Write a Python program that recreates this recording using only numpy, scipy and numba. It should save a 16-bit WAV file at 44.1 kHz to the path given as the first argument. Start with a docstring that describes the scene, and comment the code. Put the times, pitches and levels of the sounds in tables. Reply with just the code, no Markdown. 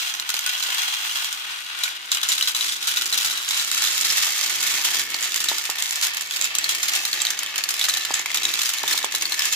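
"""Glass marbles run through plastic funnels and tracks on a laminate floor, close to a phone in a small
bare room. From the start, rolling on fine texture whirrs in the top funnel, the towers rumble, and
impacts excite the damped modes of the thin plastic. At 0.3 s the first of a few strays strikes the
floorboards. The swarm passes to the middle funnel before 2 s, the knocks grow harder, and from about
4 s it circles in the bottom funnel. Throughout, two microphone ports receive the sound slightly apart."""
import sys
import numpy as np
from scipy import signal
from scipy.fft import rfft, irfft, next_fast_len
from scipy.io import wavfile
from scipy.ndimage import uniform_filter1d, minimum_filter1d
from numba import njit

SR = 44100
rng = np.random.default_rng(int(sys.argv[2]) if len(sys.argv) > 2 else 0)


def store_pcm(level_fs):
    """Save levels as 16-bit WAV."""
    pcm = np.round(np.clip(level_fs, -1, 1) * 32767).astype(np.int16)
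    wavfile.write(sys.argv[1], SR, np.atleast_2d(pcm).T)


N = 421155
TIME = np.arange(N) / SR

# The crowd of marbles. Each row: time in seconds, then relative levels in dB of the rolling,
# of the small clatter and of the rolling's treble.
SWARM = [(0.0, -26, -29, 8), (0.26, -32, -38, -4), (0.29, -30, -30, -1), (0.66, -26.5, -28.5, 1.5),
         (1.25, -29, -30, 2.5), (1.44, -28.5, -35.5, -2.5), (1.75, -30, -38.5, -5.5), (1.83, -27, -32, -1),
         (1.94, -30.5, -36, -4), (2.1, -31.5, -38, -7), (2.13, -29.5, -25, 7), (2.2, -30.5, -37, -7),
         (2.31, -33, -26, 2), (2.5, -33.5, -30, 2), (2.53, -35, -31, -7), (2.55, -30, -28, -1),
         (2.69, -29, -22, 6.5), (2.79, -32, -35, 0), (2.87, -28, -26, -0.5), (3.11, -32.5, -26.5, -0.5),
         (3.14, -31, -23.5, 1), (3.46, -29.5, -27, -3), (3.48, -30.5, -27.5, 3), (3.93, -28.5, -24.5, 5),
         (4.79, -27, -23, -0.5), (5.0, -29, -24, 2.5), (5.08, -30, -35, -7.5), (5.21, -30, -26, -3),
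         (5.42, -31.5, -26.5, 2), (5.77, -28.5, -37.5, -3), (5.8, -27.5, -27.5, -8.5),
         (6.01, -30.5, -28.5, 0), (6.04, -30, -17.5, 0), (6.12, -29.5, -36, -10.5),
         (6.44, -28.5, -24.5, -3), (6.49, -29.5, -35, -8), (6.86, -28.5, -29, -2.5),
         (7.29, -28.5, -33, -1.5), (7.5, -30, -36, -7.5), (7.85, -27.5, -32, -2.5),
         (8.22, -28.5, -32.5, -5), (8.24, -36, -41, -6), (8.27, -30.5, -37, -6), (8.67, -29.5, -25.5, 2),
         (8.83, -26, -28.5, -9), (8.93, -29, -23.5, -3), (9.1, -29.5, -36, -9), (9.15, -34, -28, -4),
         (9.18, -31.5, -31, -10), (9.55, -29, -34, 3.5)]
# Where the swarm is. Each row: time in seconds, weights (0-1) of the top, middle and bottom funnel.
FUNNEL_WEIGHTS = [(0, 1, .2, 0), (1.2, 1, .3, 0), (1.75, .3, .8, 0), (2.1, 0, 1, 0), (3.4, 0, 1, .1),
                  (4.2, 0, .3, 1), (9.55, 0, 0, 1)]
# Rolling spectra, one list a funnel from the top down. 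Each row: frequency in Hz, relative level in dB.
WHIRR_SPECTRA = [
    [(290, -60), (500, -17), (795, -5), (1300, -7), (3250, -4), (4530, -10), (12900, -24), (16000, -11.5)],
    [(290, -51), (500, -15.5), (1300, -8.5), (1440, -9.5), (3340, -6.5), (8330, -16.5), (14700, -25),
     (16000, -41)],
    [(290, -6), (500, 8), (1570, 3), (1790, 9.5), (7210, 8), (8330, -1.5), (14700, -2), (16000, -37)],
]
# Hollow resonances of the same funnels. Each row: frequency in Hz, bandwidth in Hz, nominal boost in dB.
FUNNEL_RESONANCES = [
    [(6250, 150, 3), (1460, 70, 3), (2800, 90, 2), (3290, 80, 4.5), (4050, 100, 3)],
    [(1460, 70, 5), (2860, 100, 3), (3330, 120, 2), (3890, 110, 4)],
    [(1200, 70, 3), (1750, 110, 4), (2200, 100, 3), (2620, 90, 4), (3180, 120, 2.5)],
]
# Shaking of the towers. Each row: time in seconds, relative level in dB.
RUMBLE_LEVELS = [(0.0, -59.5), (0.1, -68), (0.5, -64.5), (2.07, -68.5), (2.13, -67), (2.53, -66.5),
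                 (3.35, -62.5), (3.4, -64.5), (4.18, -60), (4.84, -61), (5.0, -57), (5.05, -61.5),
                 (7.85, -65), (7.9, -61.5), (8.81, -63.5), (8.83, -55), (9.23, -65.5), (9.55, -62)]
# Spectrum of that shaking. Each row: frequency in Hz, relative level in dB.
RUMBLE_SPECTRUM = [(15, -52), (25, -22), (43, -16), (114, -5.5), (217, -6.5), (339, 0), (454, -2),
                   (494, -4), (700, -20), (910, -4.5), (1540, -120)]
# Hum of the support tubes. Each row: frequency in Hz, bandwidth in Hz, boost in dB.
TUBE_RESONANCES = [(344.4, 6.6, 9.5)]
# Distinct impacts on plastic. Each row: start in seconds, relative level in dB, pitch of the struck
# part in Hz, offset of the crack's drive in dB.
KNOCKS = [(0.0233, -30.5, 3350, -20), (0.0715, -21, 3230, -16), (0.1393, -14, 6040, -23),
          (0.1977, -12, 3980, -24), (0.2914, -14.5, 2370, -6.5), (0.3406, -10.5, 4350, -14.5),
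          (0.3667, -20, 3320, -19), (0.391, -21.5, 3180, -11), (0.4622, -11.5, 3230, -14),
          (0.4926, -14, 3280, -22), (0.599, -16, 6530, -18), (0.626, -11, 4010, -28),
          (0.6888, -27, 3320, -22), (0.731, -31, 3260, -24), (0.744, -20, 2750, -14),
          (0.782, -9.5, 3280, -21), (0.8188, -12.5, 6280, -17), (0.899, -24, 3340, -15),
          (0.9246, -25, 3110, -9), (1.0563, -20, 3120, -24.5), (1.1125, -16, 3030, -23.5),
          (1.1573, -13, 3290, -27), (1.244, -20.5, 3170, -13.5), (1.3274, -18.5, 6340, -14),
          (1.7698, -32, 2920, -17), (1.7888, -18, 2470, -15), (1.8355, -6, 3880, -19.5),
          (1.8785, -15, 2250, -20), (2.117, -3, 3900, -23), (2.146, -12, 3900, -18),
          (2.171, -10.5, 3040, -21), (2.2142, -20, 3350, -17), (2.2317, 1.5, 3900, -19),
          (2.2879, 1, 7260, -19.5), (2.3185, -7, 3890, -17), (2.325, -9, 6500, -17), (2.38, -10, 3900, -21),
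          (2.4107, -9, 3000, -17), (2.425, -5, 3940, -22), (2.474, -5, 3900, -15), (2.5482, -8, 3880, -22),
          (2.565, -11, 4000, -22), (2.609, -7.5, 3870, -21), (2.6896, -21, 3590, -29),
          (2.722, -12.5, 3600, -28), (2.8065, -27, 5450, -27), (2.827, -14, 3880, -21),
          (2.8716, -4.5, 3850, -16), (2.9605, -14, 2920, -21.5), (2.971, -6, 3820, -23.5),
          (3.02, -13, 3950, -21), (3.057, -14.5, 7000, -14), (3.0974, -12, 5010, -25),
          (3.1259, -1.5, 4000, -20), (3.1762, -4, 3840, -13), (3.209, -19, 3970, -13),
          (3.2462, -1.5, 2900, -16), (3.2747, -18.5, 3830, -20), (3.3113, -12.5, 3900, -24),
          (3.3744, -14, 3950, -17), (3.488, -9, 6700, -17), (3.5084, -7.5, 3870, -23),
          (3.573, -11, 3170, -21), (3.5962, -9, 3930, -16), (3.689, -26, 3940, -21),
          (3.714, -9.5, 6900, -21), (3.7464, -14, 6400, -19.5), (3.7763, -13, 6540, -15),
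          (3.8197, -10, 3380, -17), (3.8382, -5.5, 3750, -16), (3.8725, -10, 3650, -22),
          (3.911, -10, 7000, -29), (3.9776, -16, 3660, -9), (4.0112, -6, 7120, -22),
          (4.049, -7.5, 4460, -23), (4.102, -6, 5250, -33), (4.1702, -7, 3600, -12),
          (4.2227, -8.5, 4770, -10.5), (4.2537, -14, 7600, -18), (4.268, -13, 6440, -16),
          (4.2892, -17, 7400, -14), (4.3211, -20, 5540, -18), (4.3563, -25, 2630, -32.5),
          (4.4112, -15.5, 4470, -19), (4.4313, -20, 5430, -25), (4.4612, -14, 4370, -18),
          (4.4962, -12.5, 6870, -25), (4.5506, -25, 3040, -14), (4.6005, -14, 4630, -15),
          (4.6275, -14.5, 7350, -11.5), (4.665, -12, 3420, -4), (4.7112, -17, 7540, -21),
          (4.7395, -8, 2500, -23), (4.8449, -7, 2660, -14), (4.904, -21, 2640, -9),
          (4.9313, -30, 4850, -17), (4.9439, -11, 6770, -8), (4.9945, -13, 2950, -11),
          (5.102, -24.5, 3200, -6), (5.1435, -12.5, 4400, -24), (5.1865, -21, 3320, -15),
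          (5.2076, -17, 7700, -12.5), (5.226, -9.5, 6800, -19), (5.2473, -12.5, 7510, -18),
          (5.3195, -15, 3630, -13), (5.343, -14.5, 4630, -11), (5.3597, -13, 6630, -16),
          (5.4033, -18.5, 5140, -5), (5.4408, -11.5, 7040, -16), (5.486, -2, 3900, -16),
          (5.5827, -17.5, 4820, -13), (5.6236, -28, 5700, -13), (5.653, -20, 2630, -7),
          (5.6994, -15, 1830, -11), (5.757, -21, 1820, -17), (5.784, -12, 3680, -15),
          (5.823, -11.5, 7350, -18), (5.858, -14.5, 3880, -15), (5.878, -20, 3480, -19),
          (5.908, -12, 7310, -16), (5.9574, -15, 7720, -19), (6.0129, -20, 2610, -9),
          (6.0263, -8.5, 4370, -15), (6.068, -15, 6950, -6), (6.1357, -25, 3370, -8),
          (6.1456, -26, 3130, -7), (6.1696, -18.5, 2670, -8.5), (6.209, -12.5, 7100, -15),
          (6.3098, -13.5, 3370, -16), (6.338, -17, 3900, -20), (6.3617, -13, 4790, -16),
          (6.4119, -4.5, 6960, -25), (6.4425, -8, 7080, -21), (6.5504, -15, 6730, -10.5),
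          (6.5849, -2.5, 7110, -22), (6.6423, -12, 4310, -17), (6.6905, -2.5, 3270, -12.5),
          (6.749, -17, 4400, -16), (6.8057, -21, 2630, -20), (6.83, -4.5, 6700, -14),
          (6.8826, -8.5, 4100, -13), (6.935, -20, 5950, -12), (6.9508, -0.5, 3670, -13),
          (7.0512, -8, 3960, -15), (7.0771, -18, 4430, -14), (7.114, -20, 4420, -19),
          (7.1298, -7, 4350, -22.5), (7.202, -10, 3820, -38), (7.2178, -11.5, 7800, -22),
          (7.251, -10, 4220, -21), (7.268, -9, 3800, -26), (7.3042, -10, 6250, -12),
          (7.3901, -11, 6400, -14), (7.4323, -18, 3090, -10), (7.4618, -16.5, 3300, -24),
          (7.558, -14, 3144, -17), (7.5796, -10, 7150, -11), (7.638, -9, 4440, -12),
          (7.6893, -13.5, 6700, -11.5), (7.7058, -11.5, 6700, -13), (7.7398, -19.5, 5340, -11),
          (7.7653, -19, 3890, -14), (7.7935, -9.5, 3940, -16), (7.813, -6.5, 3700, -23),
          (7.8405, -5, 4220, -14), (7.885, -6, 1740, -20), (7.8885, -8, 6430, -12), (7.896, -8, 3940, -24),
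          (7.9378, -5.5, 3860, -15), (7.9706, -9, 4050, -16), (8.0097, -12, 3940, -26),
          (8.0356, -18, 3430, -35), (8.0503, -11.5, 4070, -19), (8.112, -15, 4800, -20),
          (8.1395, -4, 6900, -20), (8.1936, -12, 7000, -25), (8.2134, -20, 1860, -23),
          (8.259, -13.5, 2190, -21), (8.303, -14, 2140, -24), (8.316, -16, 3500, -19),
          (8.3445, -3.5, 6900, -11), (8.372, -12, 3670, -17), (8.4325, -6, 3900, -18),
          (8.4521, -2, 3820, -32), (8.4898, -15, 3840, -18), (8.538, -7.5, 3960, -15),
          (8.5908, -7, 3470, -18), (8.616, -8, 4110, -14), (8.6575, -11, 5140, -19),
          (8.6907, -16, 6860, -11), (8.736, -19, 3500, -14), (8.7837, -16, 3920, -15),
          (8.832, -18, 2830, -15), (8.8776, -6, 3740, -17), (8.9117, -2, 1840, -23), (8.928, -9, 4230, -19),
          (8.976, -8.5, 3700, -27), (9.028, -14.5, 3770, -19), (9.045, -10.5, 3400, -19),
          (9.122, -18, 6070, -15), (9.1489, -9, 4200, -13), (9.211, -15, 6700, -19),
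          (9.222, -11, 6340, -16), (9.2547, -7, 4400, -27), (9.2943, -20, 6230, -15),
          (9.3212, -6.5, 4140, -17), (9.342, -14, 3980, -16), (9.392, -4, 5240, -19),
          (9.42, -11, 3240, -16), (9.4539, -6, 7430, -15.5), (9.525, -2, 6840, -19)]
# Modes of tracks and funnels. Each row: frequency in Hz, T60 in seconds before capping, weight in dB.
PLASTIC_MODES = [(1270, 0.0031, -7.5), (1825, 0.0056, -6.5), (1860, 0.051, -15), (2770, 0.0018, -25),
                 (3210, 0.013, -18), (3240, 0.013, -9), (3670, 0.063, -9.5), (4048, 0.025, -7),
                 (4044, 0.02, -17), (4950, 0.013, -8), (5560, 0.019, -10), (6090, 0.024, -6),
                 (6820, 0.0077, -1.5), (7454, 0.024, -3.5)]
# Crack of glass on plastic. Each row: frequency in Hz, relative level in dB.
CRACK_SPECTRUM = [(880, -10), (1500, -3.5), (1610, -8), (3770, -1), (4200, -3.5), (7030, -3), (8320, -8),
                  (14800, -9.5), (16000, 5.5)]
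# Strays landing. Each row: time in seconds, relative level in dB, own left-minus-right balance in dB.
FLOOR_BOUNCES = [(0.339, -18.5, 4), (0.687, -23.5, 7), (3.484, -36, -5), (5.143, -16.5, -0.5),
                 (5.513, -9, -2), (5.691, -15.5, -4.0), (8.104, -8.5, -3), (8.194, -18, -3.0),
                 (8.835, -7.5, -6), (8.942, -16, -3.0), (9.04, -8, -3.5), (9.14, -17.5, -2.0),
                 (9.318, -17.5, 2.0), (9.388, -20.5, -4)]
# Modes of the laminate boards. Each row: frequency in Hz, T60 in seconds, weight in dB.
BOARD_MODES = [(433, 0.04, -25), (685, 0.0046, -37), (925, 0.013, -1), (1130, 0.011, -7.5),
               (2300, .01, -31)]
# Bearing of the run as the phone turns. Each row: time in seconds, lead of the left port in ms.
LEFT_LEAD = [(0, 0.34), (3.2, 0.31), (3.7, 0.075), (5.7, 0.036), (6.2, 0.24), (6.8, .25), (7.2, 0.032),
             (9.55, 0.049)]
# Side on which the run lies. 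Each row: time in seconds, left-minus-right gain in dB.
BALANCE = [(0, 1.5), (2, 3.5), (3, 2), (4, 1), (6, 1), (7.5, 2), (9.55, 1.5)]
# Unequal response of the ports. Each row: frequency in Hz, left-minus-right gain in dB.
PORT_RESPONSE = [(40, 1), (200, -4), (400, -2.5), (800, -1), (2800, -1), (5600, -1), (7500, -8.5),
                 (9500, 3), (12000, -3), (15000, -3.5)]


def undb(db):
    """Amplitude ratio of a level in decibels."""
    return 10 ** (np.asarray(db) / 20)


def unit(x):
    """Normalisation to an rms of 1."""
    return x / np.sqrt(np.mean(x ** 2))


def curve(table):
    """Linear interpolation of (seconds, value) rows at every sample."""
    return np.interp(TIME, *np.transpose(table))


def decay(x, tau_s):
    """Exponential relaxation: each impulse dies away with time constant tau_s."""
    return signal.lfilter([1], [1, -np.exp(-1 / (tau_s * SR))], x)


def walk(rate_hz):
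    """Slow random fluctuation: Gaussian steps, smoothed twice."""
    hold = int(SR / rate_hz)
    steps = np.repeat(rng.standard_normal(N // hold + 1), hold)
    return uniform_filter1d(uniform_filter1d(steps, hold), hold)[:N]


def colour(x, points, power=1, peaks=()):
    """Linear filtering by (Hz, dB) points and Lorentzian resonances (Hz, bandwidth in Hz, dB)."""
    size = next_fast_len(N + 4096)
    hz, db = np.transpose(points)
    f = np.arange(size // 2 + 1) * SR / size + 1
    gain = undb(power * np.interp(np.log(f), np.log(hz + 1), db))
    for centre, width, peak_db in peaks:
        gain *= 1 + (undb(peak_db) - 1) / (1 + (2 * (f - centre) / width) ** 2)
    return irfft(rfft(x, size) * gain, size)[..., :N]


def port_noise(common_gain):
    """Partial coherence: shared noise reaches the right port later, and each port adds its own."""
    noise = rng.standard_normal((3, N))
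    common, own = noise[0], noise[1:]
    late = np.clip(np.arange(N) - curve(LEFT_LEAD) * SR / 1000, 0, N - 1).astype(int)
    own = own - .85 * signal.lfilter(*signal.butter(1, 1200, fs=SR), own)  # long waves arrive alike
    return common_gain * np.array([common, common[late]]) + np.sqrt(1 - common_gain ** 2) * own


def at_ports(start, db, pan_db, wander_ms=0):
    """Time and level differences: arrival and amplitude of each event at the left and right port."""
    lead = (np.interp(start, *np.transpose(LEFT_LEAD)) + wander_ms) / 1000
    return np.array([start - lead / 2, start + lead / 2]), undb(db + np.array([pan_db, -pan_db]) / 2)


@njit
def add_modes(out, start, pole, length, gain):
    """Superposition: one damped sinusoid per pole is added at both ports."""
    for k in range(len(pole)):
        z = 1 + 0j
        for i in range(length[k]):
            out[0, start[0, k] + i] += gain[0, k] * z.imag
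            out[1, start[1, k] + i] += gain[1, k] * z.imag
            z *= pole[k]
    return out


def ring(when, gain, hz, t60):
    """Free vibration of struck modes through 40 dB of decay; axis 0 of when and gain is the port."""
    when, gain, hz, t60 = (v.reshape(2, -1) for v in np.broadcast_arrays(when, gain, hz, t60))
    pole = np.exp((2j * np.pi * hz[0] - np.log(1000) / t60[0]) / SR)
    start = np.clip(when * SR, 0, N - 1).astype(np.int64)
    length = (np.minimum(t60[0], .1) * SR * 2 / 3).astype(np.int64)
    return add_modes(np.zeros((2, N + SR)), start, pole, length, gain)[:, :N]


def funnel_weights():
    """Crossfade: the amplitude weight of each funnel as the swarm descends."""
    times, *weights = np.transpose(FUNNEL_WEIGHTS)
    return [np.interp(TIME, times, weight) for weight in weights]


def agitation(settle_s=.025, reference_db=-21):
    """Stored energy, in dB over rest: each hard knock shakes the run, and damping settles it."""
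    start, db = np.transpose(KNOCKS)[:2]
    energy = np.zeros(N)
    energy[(start * SR).astype(int)] = undb(db - reference_db) ** 2
    return 10 * np.log10(1 + decay(energy, settle_s))


def rolling(db, treble_db, treble_hz=5000):
    """Roughness excitation: marbles circling on finely textured plastic make a fluttering whirr."""
    whirr = 0
    for spectrum, weight in zip(WHIRR_SPECTRA, funnel_weights()):
        rough = port_noise(common_gain=.47) * undb(3.12 * walk(300))
        whirr += weight * unit(colour(rough, spectrum))
    dull = signal.lfilter(*signal.butter(2, treble_hz, fs=SR), whirr)
    whirr = dull + undb(treble_db) * (whirr - dull)
    return undb(db - 1.5 + 1.5 * walk(12)) * whirr


def funnel_resonance(drive, waver_db=4):
    """Forced resonance: occupied funnels boost narrow bands, which waver as the marbles circle."""
    out = drive.copy()
    for resonances, weight in zip(FUNNEL_RESONANCES, funnel_weights()):
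        for hz, width, db in resonances:
            coupling = weight * undb(waver_db * walk(16) - 2)
            band = signal.lfilter(*signal.iirpeak(hz, hz / width, fs=SR), coupling * drive)
            out += (undb(db) - 1) * band
    return out


def tower_rumble(db):
    """Structure-borne sound: the towers shake on the floor and their support tubes resonate."""
    noise = rng.standard_normal((3, N))
    rumble = colour(noise[0] + .85 * noise[1:], RUMBLE_SPECTRUM, peaks=TUBE_RESONANCES)
    return unit(rumble) * undb(db + 5 + 3 * walk(7))


def plastic_impacts(start, db, hz, crack_db, pan_db, contacts, rattle_s=.003, max_t60_s=.013):
    """Modal response: brief contacts ring damped plastic. Returns the ringing and the crack impulses."""
    mode_hz, t60, mode_db = np.transpose(PLASTIC_MODES)
    events, modes = len(start), len(mode_hz)
    when, size = at_ports(start, db, pan_db, wander_ms=.025 * rng.standard_normal(events))
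    delay = rattle_s * rng.random((events, contacts))
    delay[:, 0] = 0
    when = when[..., None] + delay
    force = .45 * np.exp(-delay / .006) * rng.choice([-1, 1], (events, contacts))
    force[:, 0] = 1  # the first contact is the hardest
    # The contacts interfere; their sum at the struck pitch is evened out, within limits.
    phasor = np.sum(force * np.exp(-2j * np.pi * hz[:, None] * delay), axis=1, keepdims=True)
    force /= np.clip(np.abs(phasor), .6, 1.6)
    # Each part has its own tuning, and modes near the struck pitch are favoured.
    part_hz = mode_hz * (1 + .033 * rng.standard_normal((events, modes)))
    struck = np.arange(events), np.abs(np.log(mode_hz / hz[:, None])).argmin(axis=1)
    part_hz[struck] = hz
    nearness = np.exp(-(np.log(part_hz / hz[:, None]) / .11) ** 2)
    share = undb(mode_db) * (undb(-7) + nearness)
    share[struck] = undb(1)
    share /= np.sqrt(np.sum(share ** 2, axis=1, keepdims=True))
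    directivity = undb(1.5 * rng.standard_normal((events, modes, 2)))
    polarity = (-1) ** np.arange(modes)
    gain = size[..., None] * share * polarity * np.moveaxis(directivity, 2, 0)
    gain = gain[..., None] * force[:, None]  # port, event, mode, contact
    ringing = ring(when[:, :, None], gain, part_hz[..., None], np.minimum(t60, max_t60_s)[:, None])
    sample = np.clip(when * SR, 0, N - 1).astype(int)
    height = (size * undb(crack_db))[..., None] * np.abs(force)
    impulses = np.zeros((2, N))
    for port in range(2):
        np.add.at(impulses[port], sample[port].ravel(), height[port].ravel())
    return ringing, impulses


def clatter(db, per_s=400, bunch_db=1.8, scatter_db=2.5):
    """Shot noise: crowded marbles make countless small impacts whose level swells and thins."""
    start = np.sort(rng.random(int(per_s * N / SR))) * N / SR
    strength, pitch, hardness, side = rng.random((len(start), 4)).T
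    level_db = np.interp(start, TIME, db + bunch_db * walk(22)) - 5
    level_db -= scatter_db * np.log(1 - .9 * strength)
    return plastic_impacts(start, level_db, hz=1900 * 3.9 ** pitch, crack_db=-13 + 8 * (hardness - .5),
                           pan_db=8 * (side - .5), contacts=1)


def knocks(rebound_s=.0105, rebound_db=-12, pan_spread_db=2):
    """Inelastic collision: a marble rattles against the plastic, hops once and lands more softly."""
    start, db, hz, crack_db = np.transpose(KNOCKS)
    side, hop, strength = rng.standard_normal((len(start), 3)).T
    pan_db = pan_spread_db * side
    ringing, impulses = plastic_impacts(start, db, hz, crack_db, pan_db, contacts=4)
    landing = start + rebound_s * (1 + .15 * hop)
    landing_db = db + rebound_db + 2 * strength
    hop_ringing, hop_impulses = plastic_impacts(landing, landing_db, hz, crack_db, pan_db, contacts=2)
    return ringing + hop_ringing, impulses + hop_impulses


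def crack(impulses, snap_s=.0014, buzz_s=.007, buzz_db=-18):
    """Modal overlap: many tiny modes merge into a dry snap of noise, then loose joints buzz on."""
    envelope = decay(impulses, snap_s) + undb(buzz_db) * decay(impulses, buzz_s)
    return undb(15.5) * colour(envelope * port_noise(common_gain=.029), CRACK_SPECTRUM)


def floor_bounces(onset_delay_s=.0031):
    """Modal response: stray marbles strike the floorboards, which ring low and hollow."""
    start, db, pan_db = np.transpose(FLOOR_BOUNCES)
    when, size = at_ports(start + onset_delay_s, db, pan_db)
    hz, t60, mode_db = np.transpose(BOARD_MODES)
    mode_gain = undb(mode_db + 2 * rng.standard_normal((len(start), len(hz))))
    return undb(-7.5) * ring(when[..., None], size[..., None] * mode_gain, hz, t60)


def room(direct, t60_s=.16, damping_hz=9800, gain_db=-7, hop=8192):
    """Diffuse reverberation: a decaying noise tail per port, renewed as sources and phone move."""
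    t = np.arange(2 * hop) / SR
    envelope = np.exp(-np.log(1000) * t / t60_s) * np.clip(t / .00073, 0, 1)
    dull = signal.lfilter(*signal.butter(1, damping_hz, fs=SR), direct.mean(axis=0))
    dull = np.pad(dull, (hop, 2 * hop))
    window = signal.windows.hann(2 * hop, sym=False) ** .5
    out = np.zeros((2, N + 6 * hop))
    for i in range(0, N + hop, hop):
        piece = dull[i:i + 2 * hop] * window
        tail = rng.standard_normal((2, 2 * hop)) * envelope
        out[:, i:i + 4 * hop - 1] += signal.fftconvolve(piece[None], tail, axes=1)
    return undb(gain_db) * out[:, hop:hop + N] / np.sqrt(np.sum(envelope ** 2))


def scene(funnel_share=.3):
    """Superposition of plastic, floor, room and rumble; hard knocks lift rolling, clatter and rumble."""
    times, *levels = np.transpose(SWARM)
    roll_db, clatter_db, treble_db = (np.interp(TIME, times, db) for db in levels)
    shaken_db = agitation()
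    whirr = rolling(roll_db + .25 * shaken_db, treble_db)
    clatter_ringing, clatter_impulses = clatter(clatter_db + .3 * shaken_db)
    knock_ringing, knock_impulses = knocks()
    hits = knock_ringing + clatter_ringing + crack(knock_impulses + clatter_impulses)
    # The whirr passes through the resonances twice, a share of the hits once.
    funnel_drive = funnel_share * hits + funnel_resonance(whirr)
    plastic = (1 - funnel_share) * hits + funnel_resonance(funnel_drive)
    # Small thin parts radiate bass poorly; the boards radiate a little more.
    plastic = signal.sosfilt(signal.butter(3, 800, "high", fs=SR, output="sos"), plastic)
    boards = signal.sosfilt(signal.butter(4, 260, "high", fs=SR, output="sos"), floor_bounces())
    direct = (plastic + boards) * undb(curve(BALANCE) * np.array([[.5], [-.5]]))
    return direct + room(direct) + tower_rumble(curve(RUMBLE_LEVELS) + .3 * shaken_db)


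def record(dry, ceiling=.95, cutoff_hz=15050):
    """Transduction: each port colours the sound, one limiter acts on both, and a low-pass follows."""
    ports = np.array([colour(dry[0], PORT_RESPONSE, power=.5), colour(dry[1], PORT_RESPONSE, power=-.5)])
    allowed_gain = np.minimum(1, ceiling / (np.abs(ports).max(axis=0) + 1e-9))
    gain = uniform_filter1d(minimum_filter1d(allowed_gain, size=45), size=23)
    return signal.sosfilt(signal.ellip(10, .2, 75, cutoff_hz, fs=SR, output="sos"), gain * ports)


dry = scene()
out = record(dry)
store_pcm(out)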